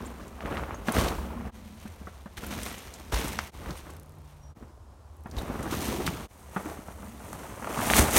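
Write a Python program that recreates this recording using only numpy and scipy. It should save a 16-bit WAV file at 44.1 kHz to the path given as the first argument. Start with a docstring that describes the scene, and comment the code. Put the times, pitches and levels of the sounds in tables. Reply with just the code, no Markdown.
"""Mountain bike on a woodland trail

Five passes, with two jumps in which the freewheel clicks. Knobbly tyres drum and hum on the soil,
thud on roots, crunch leaf litter, snap twigs and brush the grass; the chain ticks and jingles.
Each pass pushes air over the microphone. A far rumble and a thin bird call lie behind."""
import sys
import numpy as np
from scipy import signal
from scipy.fft import rfft, irfft
from scipy.io import wavfile

SR = 44100
rng = np.random.default_rng(int(sys.argv[2]) if len(sys.argv) > 2 else 0)


def inscribe(sig):
    """Save sig as 16-bit PCM at rate SR to the path in sys.argv[1].

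    A 1-D sig is mono; a 2-D sig holds one channel per row.
    Samples are clipped to [-1, 1] before scaling.
    """
    pcm = np.round(np.clip(np.atleast_2d(sig).T, -1, 1) * 32767)
    wavfile.write(sys.argv[1], SR, pcm.astype(np.int16))


N = 360738
TIME = np.arange(N) / SR

# Boundaries between passes: time_s
JOINS = [1.512, 3.512, 4.545, 6.276]
PASS_INDEX = np.searchsorted(JOINS, TIME)
# Trail spot, one row per pass: soil_offset_db, grass_offset_db, grass_tilt_db_per_octave,
# dry_stalk_gain, draught_db, wood_db
SPOTS = [(1.5, -16, -0.81, .8, -45, -53), (0.5, -2, -0.73, 0.99, -48.5, -48),
         (1.5, -9, -0.61, 0.76, -54, -48.5), (3.5, -12, 0.68, .2, -46.5, -48.5),
         (-0.5, -8.5, -0.76, 0.22, -52, -51)]
SOIL_OFFSET_DB, GRASS_OFFSET_DB, _, DRY_STALK_GAIN, DRAUGHT_DB, WOOD_DB = np.array(SPOTS)[PASS_INDEX].T


def from_db(db):
    """Decibels to gain."""
    return 10 ** (np.asarray(db) / 20)


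def unit_rms(x):
    """Scale to rms 1."""
    return x / np.sqrt(np.mean(x ** 2) + 1e-20)


def decay(t, t60_s):
    """Envelope falling 60 dB in t60_s."""
    return np.exp(-np.log(1000) * t / t60_s)


def add(out, start_s, sound):
    """Mix a short sound in at start_s."""
    at = max(round(start_s * SR), 0)
    out[at:at + len(sound)] += sound[:len(out[at:])]


def drift(rate_hz):
    """Random wander, standard deviation about 1."""
    steps = rng.standard_normal(8192)
    return np.interp(TIME * rate_hz, np.arange(8192), steps) * np.sqrt(3 / 2)


def band(x, low_hz, high_hz, order=1):
    """Butterworth band-pass."""
    sos = signal.butter(order, [low_hz, min(high_hz, .48 * SR)], "band", fs=SR, output="sos")
    return signal.sosfilt(sos, x + 1e-18)


def band_noise(size, low_hz, high_hz, order=1):
    """Band-passed noise, rms 1."""
    return unit_rms(band(rng.standard_normal(size), low_hz, high_hz, order))


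def colour(x, spectrum, size=4096):
    """Minimum-phase filter with the given spectrum; output rms 1."""
    hz, db = np.transpose(spectrum)
    bin_hz = np.fft.rfftfreq(size, 1 / SR)
    gain = from_db(np.interp(np.log(bin_hz + 1), np.log(hz), db))
    cepstrum = irfft(np.log(gain))[:size // 2]
    cepstrum[1:] *= 2
    impulse = irfft(np.exp(rfft(cepstrum, size)))
    return unit_rms(signal.oaconvolve(x, impulse)[:len(x)])


def tilted(spectrum, db_per_octave):
    """Spectrum tilted brighter or duller."""
    return [(hz, db + db_per_octave * np.log2(hz / spectrum[0][0])) for hz, db in spectrum]


def swells(rows, flank):
    """Swell gain within a pass, halved rise_s before and fall_s after a peak. Flank: 1 sharp, 2 round."""
    power, t = 0, TIME[::32]
    for peak_s, db, rise_s, fall_s in rows:
        away = np.maximum((peak_s - t) / rise_s, (t - peak_s) / fall_s)
        same_pass = np.searchsorted(JOINS, t) == np.searchsorted(JOINS, peak_s)
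        power = power + same_pass * from_db(2 * db) * .5 ** (2 * np.minimum(away, 20) ** flank)
    return np.interp(TIME, t, np.sqrt(power))


# Tyre load, one curve per pass: time_s, level_db
LOAD_CURVES = [
    [(0, -45), (.36, -51), (.47, -39), (.57, -36.5), (.865, -48.5), (.885, -36.5), (.955, -30.5),
     (1.08, -31.5), (1.15, -38.5), (1.3, -45), (1.49, -42.5)],
    [(1.54, -57), (2.09, -57.5), (2.36, -63), (2.44, -42.5), (2.495, -48), (2.525, -41.5), (2.68, -44),
     (2.76, -52), (3.116, -53.5), (3.123, -32), (3.48, -51)],
    [(3.54, -55), (3.69, -41.5), (3.82, -58), (3.89, -47.5), (4.02, -61), (4.52, -64.5)],
    [(4.57, -55), (4.8, -69.5), (5.23, -63), (5.355, -47.5), (5.375, -41.5), (5.73, -39.5), (6.06, -41),
     (6.25, -44.5)],
    [(6.31, -61), (6.51, -52.5), (6.56, -42.5), (6.69, -42.5), (6.84, -51.5), (7.18, -50), (7.45, -42.5),
     (7.6, -45), (7.77, -34.5), (7.87, -30), (8.02, -24.5), (8.11, -34), (8.18, -17)],
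]
MEAN_LOAD_DB = -44.5

def load_db():
    """How hard and near the tyres roll, relative to MEAN_LOAD_DB."""
    passes = [np.interp(TIME[PASS_INDEX == k], *np.transpose(curve))
              for k, curve in enumerate(LOAD_CURVES)]
    return np.hstack(passes) - MEAN_LOAD_DB


# Still wood: freq_hz, density_db
WOOD_SPECTRUM = [(55, -10), (72, 2), (88, -4), (115, -15.5), (200, -37), (450, -29), (1000, -26),
                 (2000, -48), (3500, -46.5), (9000, -48), (16000, -64)]

def still_wood():
    """Far rumble with a faint hiss."""
    return from_db(WOOD_DB) * colour(rng.standard_normal(N), WOOD_SPECTRUM)


# Bird whistles: start_s, length_s, pitch_hz, level_db
WHISTLES = [(4.404, .125, 5720, -65), (4.64, .15, 5080, -82), (4.84, .14, 5110, -81)]

def bird(waver_hz=45, flutter_db=2.5):
    """Thin, far whistles, blurred in pitch and level by the trees."""
    out = np.zeros(N)
    for start_s, length_s, pitch_hz, db in WHISTLES:
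        arch = np.sin(np.pi * np.clip((TIME - start_s) / length_s, 0, 1))
        hz = pitch_hz + waver_hz * drift(900)
        tone = np.sqrt(2) * np.sin(2 * np.pi * np.cumsum(hz) / SR)
        out += from_db(db + flutter_db * drift(250)) * arch * tone
    return out


def trunk_echo(x, wet_db=-17, t60_s=0.8):
    """Tree trunks scatter a faint, dull tail."""
    t = TIME[:SR // 2]
    echoes = band(rng.standard_normal(len(t)) ** 3, 55, 9600) * decay(t, t60_s) * (t > .008)
    return from_db(wet_db) * signal.oaconvolve(x, echoes / np.linalg.norm(echoes))[:len(x)]


# Pushed air: freq_hz, density_db
AIR_SPECTRUM = [(30, -14), (50, -5), (68, 2), (100, -26.5), (160, -20), (400, -48)]
# Rider's wake: peak_s, level_db, rise_s, fall_s
GUSTS = [(.52, -48, 0.055, 0.13), (1.17, -33.5, 0.2, 0.11), (2.48, -41, 0.04, 0.059),
         (3.16, -40, 0.026, 0.14), (3.7, -39.5, 0.07, 0.099), (5.94, -41, 0.047, 0.051),
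         (8.0, -30.5, 0.049, 0.059)]

def draught(db_per_load_db=0.64):
    """Pushed air buffets the microphone: rising as the rider nears, gusting in the wake."""
    push = from_db(DRAUGHT_DB + db_per_load_db * load_db())
    return np.hypot(push, swells(GUSTS, flank=1.4)) * colour(rng.standard_normal(N), AIR_SPECTRUM)


# Spoke and disc rings: start_s, level_db, pitch_hz, t60_s
PINGS = [(.745, -46, 6440, 0.067), (5.384, -40, 3800, 0.063)]

def spoke_pings(width_hz=280):
    """Spokes and brake discs ring after a jolt in close, beating tones."""
    out, t = np.zeros(N), TIME[:SR // 2]
    for start_s, db, hz, t60_s in PINGS:
        ring = band_noise(len(t), hz - width_hz / 2, hz + width_hz / 2)
        add(out, start_s, from_db(db) * ring * decay(t, t60_s))
    return out


# Slack chain: start_s, level_db, pitch_hz
JINGLES = [(.052, -37.5, 7950), (2.675, -36, 8300), (3.765, -39, 9750), (5.38, -43, 3830)]

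def chain_jingles(rattle_s=0.02, t60_s=0.021, spread_octaves=0.53, links=12):
    """Links slap together in a quick cluster, each at its own pitch."""
    out, t = np.zeros(N), TIME[:SR // 8]
    for start_s, db, hz in JINGLES:
        for delay, detune in rng.random((links, 2)):
            link_hz = hz * 2 ** ((detune - .5) * spread_octaves)
            ring = np.sin(2 * np.pi * link_hz * t) * decay(t, t60_s)
            add(out, start_s + delay * rattle_s, from_db(db) * ring / np.sqrt(links))
    return out


def tick(hz, t60_s, tail_db, tail_t60_s):
    """Bright contact with a faint rattle after it; peak 1."""
    t = TIME[:SR // 8]
    envelope = decay(t, t60_s) + from_db(tail_db) * decay(t, tail_t60_s)
    sound = band(rng.standard_normal(len(t)) * envelope, hz / 1.37, hz * 1.15)
    return sound / np.abs(sound).max()


# Chain and grit: start_s, peak_db, pitch_hz
TICKS = [(0.28, -39, 7600), (0.9213, -24.5, 10800), (1, -26, 6750), (2.466, -30, 12400),
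         (2.6326, -23.5, 8700), (2.782, -36, 7500), (2.939, -31, 7500), (3.143, -23.5, 4360),
         (3.281, -27, 9220), (3.3878, -22, 5560), (3.707, -32, 4970), (3.903, -40.5, 8200),
         (5.312, -37, 5600), (5.367, -33, 4130), (5.6287, -31, 8660), (6.065, -19.5, 3640),
         (6.0774, -29, 5870), (7.3294, -29.5, 9600), (8.109, -21, 7870)]

def frame_ticks():
    """Chain and grit strike the frame."""
    out = np.zeros(N)
    for start_s, db, hz in TICKS:
        add(out, start_s, from_db(db) * tick(hz, t60_s=.018, tail_db=-12, tail_t60_s=.11))
    return out


# Coasting in the air: start_s, end_s, clicks_per_s, first_peak_db, last_peak_db
COASTS = [(3.936, 4.51, 32, -42.5, -64), (5.139, 5.31, 30.5, -56, -47)]

def freewheel(pawl_hz=11500, jitter_s=0.0017, jitter_db=3):
    """The pawls click slightly unevenly during the jumps."""
    out = np.zeros(N)
    for start_s, end_s, clicks_per_s, first_db, last_db in COASTS:
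        for due_s in np.arange(start_s, end_s, 1 / clicks_per_s):
            db = np.interp(due_s, [start_s, end_s], [first_db, last_db])
            db += jitter_db * rng.standard_normal()
            click_s = due_s + jitter_s * rng.standard_normal()
            add(out, click_s, from_db(db) * tick(pawl_hz, t60_s=.008, tail_db=-24, tail_t60_s=.04))
    return out


def wheel_spin(start_s=3.8, end_s=4.54, rise_s=0.12, level_db=-53, pitch_hz=152, sag_hz_per_s=10.2):
    """In the air the wheel sings cleanly and slows."""
    hz = pitch_hz - sag_hz_per_s * (TIME - start_s)
    airborne = np.clip((TIME - start_s) / rise_s, 0, 1) * (TIME < end_s)
    return from_db(level_db) * airborne * np.sqrt(2) * np.sin(2 * np.pi * np.cumsum(hz) / SR)


# Bare soil: peak_s, level_db, rise_s, fall_s
BARE_PATCHES = [(0, -49, .1, 0.55), (1.44, -41.5, 0.2, 0.062), (1.72, -48.5, 0.41, 0.11),
                (2.55, -38.5, 0.07, 0.1), (3.3, -45, 0.13, 0.13), (7.05, -44, 0.061, 0.11),
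                (7.98, -34, 0.093, 0.12)]

def tread_hum(tread_hz=214, width_hz=46):
    """The knobs hum roughly on bare soil."""
    hum = band_noise(N, tread_hz - width_hz / 2, tread_hz + width_hz / 2, order=2)
    return swells(BARE_PATCHES, flank=1.3) * hum


# Foot of the bank: peak_s, level_db, rise_s, fall_s
GROWLS = [(5.98, -35, .15, 0.087)]

def tyre_growl():
    """The hollow tyres growl when pressed hard into the bank."""
    return swells(GROWLS, flank=1.3) * band_noise(N, low_hz=160, high_hz=400, order=3)


def grains(per_s, spread_db, blur_db, bands=9):
    """Tiny band-limited breaks of uneven size over a blur of fainter ones."""
    out = np.zeros(N)
    for hz in np.geomspace(110, 13000, bands):
        at = np.flatnonzero(rng.random(N) < per_s / bands / SR)
        size, polarity = rng.random((8192, 2))[np.arange(len(at)) % 8192].T
        clicks = np.zeros(N)
        clicks[at] = from_db(spread_db * np.minimum(-np.log(size), 4)) * np.sign(polarity - .5)
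        out += band(clicks, hz / 2, hz * np.sqrt(2))
    return unit_rms(out) + from_db(blur_db) * rng.standard_normal(N)


def stalk_crackle(per_s=160, spread_db=3, t60_s=0.009, cluster_db=3.5):
    """Dry stalks crack in clusters of short broadband bursts; rms 1."""
    trigger, size = rng.random((2, N))
    onsets = trigger < per_s * from_db(cluster_db * drift(40)) / SR
    cracks = onsets * from_db(spread_db * np.minimum(-np.log(1 - size), np.pi))
    energy = signal.lfilter([1], [1, -decay(2 / SR, t60_s)], cracks ** 2 + 1e-18)
    return unit_rms(np.sqrt(energy) * rng.standard_normal(N))


def stick_rings(per_s=420, low_hz=280, high_hz=4500, cycles=22, spread_db=3):
    """Sticks and stones flicked aside ring briefly, each at its own pitch; rms 1."""
    out = np.zeros(N)
    for when, pitch, size in rng.random((int(per_s * N / SR), 3)):
        hz = low_hz * (high_hz / low_hz) ** pitch
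        t = TIME[:int(SR * cycles / hz)]
        gain = hz * from_db(spread_db * min(-np.log(size), np.pi))
        add(out, when * N / SR, gain * np.sin(2 * np.pi * hz * t) * decay(t, cycles / hz))
    return unit_rms(out)


# Grass in the open, and through leaves hiding the microphone on the last pass: freq_hz, density_db
OPEN_GRASS_SPECTRUM = [(700, -4), (2000, 5), (3900, 2), (4900, -2), (6000, 1.5), (7600, -3), (8700, 0),
                       (9600, -0.5), (10400, -6.5), (12000, -1), (16000, -8)]
HIDDEN_GRASS_SPECTRUM = [(700, -16.5), (2000, 0), (3700, -5), (5000, -7.5), (6200, -1), (7400, -3),
                         (9000, 1), (10500, -4), (12000, -2), (16000, -7.5)]
# Grass clumps: peak_s, level_db, rise_s, fall_s
CLUMPS = [(.06, -54.5, 0.1, 0.28), (.885, -39, 0.013, 0.013), (.945, -32.5, .005, 0.027),
          (.995, -31.5, 0.021, 0.042), (1.086, -33.5, 0.013, 0.0052), (1.83, -55, 0.038, 0.053),
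          (2.378, -38.5, 0.0031, 0.0087), (2.513, -39.5, 0.0037, 0.021), (2.66, -42, 0.052, 0.094),
          (3.124, -37, .002, .05), (3.19, -40, 0.014, 0.12), (3.54, -52.5, 0.049, 0.095),
          (3.775, -47, 0.018, 0.032), (4.3, -60, 0.041, 0.037), (5.385, -42, 0.0056, 0.016),
          (5.711, -38.5, 0.002, 0.08), (5.83, -37.5, 0.06, 0.17), (6.066, -34, 0.0043, 0.0093),
          (6.65, -57, 0.42, 0.43), (7.3, -54, 0.18, 0.1), (7.87, -33.5, 0.054, 0.031),
          (7.98, -20, 0.03, 0.025), (8.175, -16.5, 0.018, 0.028)]

def grass_swish(bumps, rings, bump_db=0.83, db_per_load_db=0.94):
    """The wheels brush the verge and sweep through clumps of grass."""
    blades = grains(per_s=6500, spread_db=4.2, blur_db=0) + .3 * rings + DRY_STALK_GAIN * stalk_crackle()
    blades *= from_db(bump_db * bumps)
    spectra = [OPEN_GRASS_SPECTRUM] * len(JOINS) + [HIDDEN_GRASS_SPECTRUM]
    passes = [colour(blades[PASS_INDEX == k], tilted(spectra[k], tilt))
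              for k, (_, _, tilt, *_) in enumerate(SPOTS)]
    verge = from_db(MEAN_LOAD_DB + GRASS_OFFSET_DB + db_per_load_db * load_db())
    return np.hypot(verge, swells(CLUMPS, flank=0.9)) * np.hstack(passes)


# Breaking twigs: start_s, peak_db, pitch_hz
SNAPS = [(0.4069, -26.5, 1770), (0.458, -24, 1430), (0.571, -20.5, 1800), (0.5956, -25, 1080),
         (0.636, -22.5, 1210), (0.7083, -21.5, 960), (.743, -27, 940), (.885, -15, 1480), (.967, -15, 1250),
         (1.038, -23, 4500), (1.085, -18.5, 3300), (2.438, -32, 1420), (2.527, -27, 1600),
         (2.589, -28, 1420), (2.779, -34, 2540), (3.39, -12, 1350), (3.66, -28.5, 1410),
         (6.077, -14.5, 1360), (6.5673, -20, 850), (6.884, -30.5, 706), (7.331, -27, 890),
         (7.645, -22, 1150), (7.745, -26.5, 2090), (7.792, -19.5, 1010), (7.803, -17.5, 900),
         (7.817, -21, 1900), (7.901, -7, 1640), (7.936, -5.5, 1720)]

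def twig_snaps(cycles=3.4, splinter_db=-22, splinter_t60_s=0.1):
    """A twig breaks with one sharp, heavily damped swing, then splinters."""
    out, t = np.zeros(N), TIME[:SR // 8]
    for start_s, db, hz in SNAPS:
        swing = np.cos(2 * np.pi * hz * t) * decay(t, cycles / hz)
        crack = band(swing, 190, 1.8 * hz, order=3)
        splinters = unit_rms(band(rng.standard_normal(len(t)) ** 3, hz / 3, hz * 2.3, order=3))
        splinters *= from_db(splinter_db) * decay(t, splinter_t60_s)
        add(out, start_s, from_db(db) * (crack / np.abs(crack).max() + splinters))
    return out


# Root hits and landings: start_s, boom_db, pitch_hz, t60_s, dirt_db
THUDS = [(.884, -17.5, 228, 0.069, -26), (0.978, -13.5, 70.6, 0.086, -45), (1.854, -28, 217, 0.063, -44),
         (2.013, -32.5, 203, 0.048, -48), (2.07, -35.5, 195, 0.071, -37.5),
         (2.258, -32.5, 206, 0.072, -38.5), (2.375, -32, 64, 0.072, -38), (3.131, -18, 57, 0.25, -30),
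         (3.703, -29.5, 152, 0.091, -41), (4.624, -30.5, 238, 0.023, -47),
         (5.2575, -30.5, 205, 0.047, -37.5), (5.368, -16.5, 56.6, 0.06, -58),
         (5.499, -20.5, 244, 0.039, -32.5), (5.655, -28, 404, .05, -31.5), (5.724, -19.5, 300, 0.052, -32),
         (5.884, -23, 247, 0.06, -35), (6.002, -24, 352, 0.075, -34.5), (6.078, -24, 168, 0.14, -38),
         (6.562, -24, 189.5, 0.13, -26.5), (6.657, -29, 306, 0.12, -34), (6.79, -24.5, 230, 0.017, -56),
         (6.884, -32, 192, 0.043, -49), (7.028, -30, 220, 0.049, -44), (7.622, -34, 227, .07, -34),
         (7.671, -39, 440, .06, -29), (7.789, -24.5, 230, 0.11, -38), (7.987, -12.5, 260, 0.039, -22),
         (7.993, -9, 71.6, 0.065, -40)]

def tyre_thuds(rise_s=0.00055, dirt_t60_s=0.088):
    """A blow sets tyre and ground booming and scuffs up dirt."""
    out, t = np.zeros(N), TIME[:SR // 3]
    for start_s, boom_db, hz, t60_s, dirt_db in THUDS:
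        boom = from_db(boom_db) * np.sin(2 * np.pi * hz * t) * decay(t, t60_s)
        dirt = from_db(dirt_db) * band_noise(len(t), 330, 1500, order=3) * decay(t, dirt_t60_s)
        add(out, start_s, (boom + dirt) * (1 - np.exp(-t / rise_s)))
    return out


# Soil: freq_hz, density_db
SOIL_SPECTRUM = [(50, -2), (100, 1), (260, -1.5), (400, -4.5), (600, -10), (1000, -29.5), (2500, -70)]

def soil_drumming(bumps, base_db=-45.5, bump_db=2.0, db_per_load_db=0.88):
    """The tyres drum on the soil, louder under load."""
    level_db = base_db + SOIL_OFFSET_DB + db_per_load_db * load_db() + bump_db * bumps
    return from_db(level_db) * colour(grains(per_s=1200, spread_db=3.5, blur_db=-6.5), SOIL_SPECTRUM)


# Leaf litter: freq_hz, density_db
LITTER_SPECTRUM = [(200, -30.5), (450, -3), (700, -0.5), (1200, -2), (1800, -9.5), (3000, -18), (5000, -42),
                   (12000, -76)]

def litter_crunch(bumps, rings, base_db=-46.5, bump_db=1.8):
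    """The tyres crush leaves, sticks and stalks, louder under load."""
    crunch = grains(per_s=2500, spread_db=2.0, blur_db=0) + .6 * rings + .6 * stalk_crackle()
    return from_db(base_db + load_db() + bump_db * bumps) * colour(crunch, LITTER_SPECTRUM)


def scene(fade_s=0.036):
    """Bike and wood; the level dips briefly between passes."""
    bumps, rings = drift(90), stick_rings()  # the same trail bumps shake soil, litter and grass
    bike = soil_drumming(bumps) + litter_crunch(bumps, rings) + grass_swish(bumps, rings)
    bike += tread_hum() + wheel_spin() + tyre_growl() + twig_snaps()
    bike += frame_ticks() + freewheel() + chain_jingles() + spoke_pings() + tyre_thuds()
    background = still_wood() + bird()
    echo = np.hstack([trunk_echo(bike[PASS_INDEX == k]) for k in range(len(SPOTS))])
    to_join_s = np.min(np.abs(TIME - np.array(JOINS)[:, None]), axis=0)
    fade = np.clip(to_join_s / fade_s, .05, 1)
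    return (fade * (bike + echo + draught() + background))[None]


def record(dry, low_hz=38, high_hz=15900):
    """The microphone loses the deepest bass; the top is cut steeply."""
    heard = signal.sosfilt(signal.butter(4, low_hz, "high", fs=SR, output="sos"), dry)
    return signal.sosfilt(signal.ellip(12, .1, 90, high_hz, fs=SR, output="sos"), heard)


dry = scene()
out = record(dry)
inscribe(out)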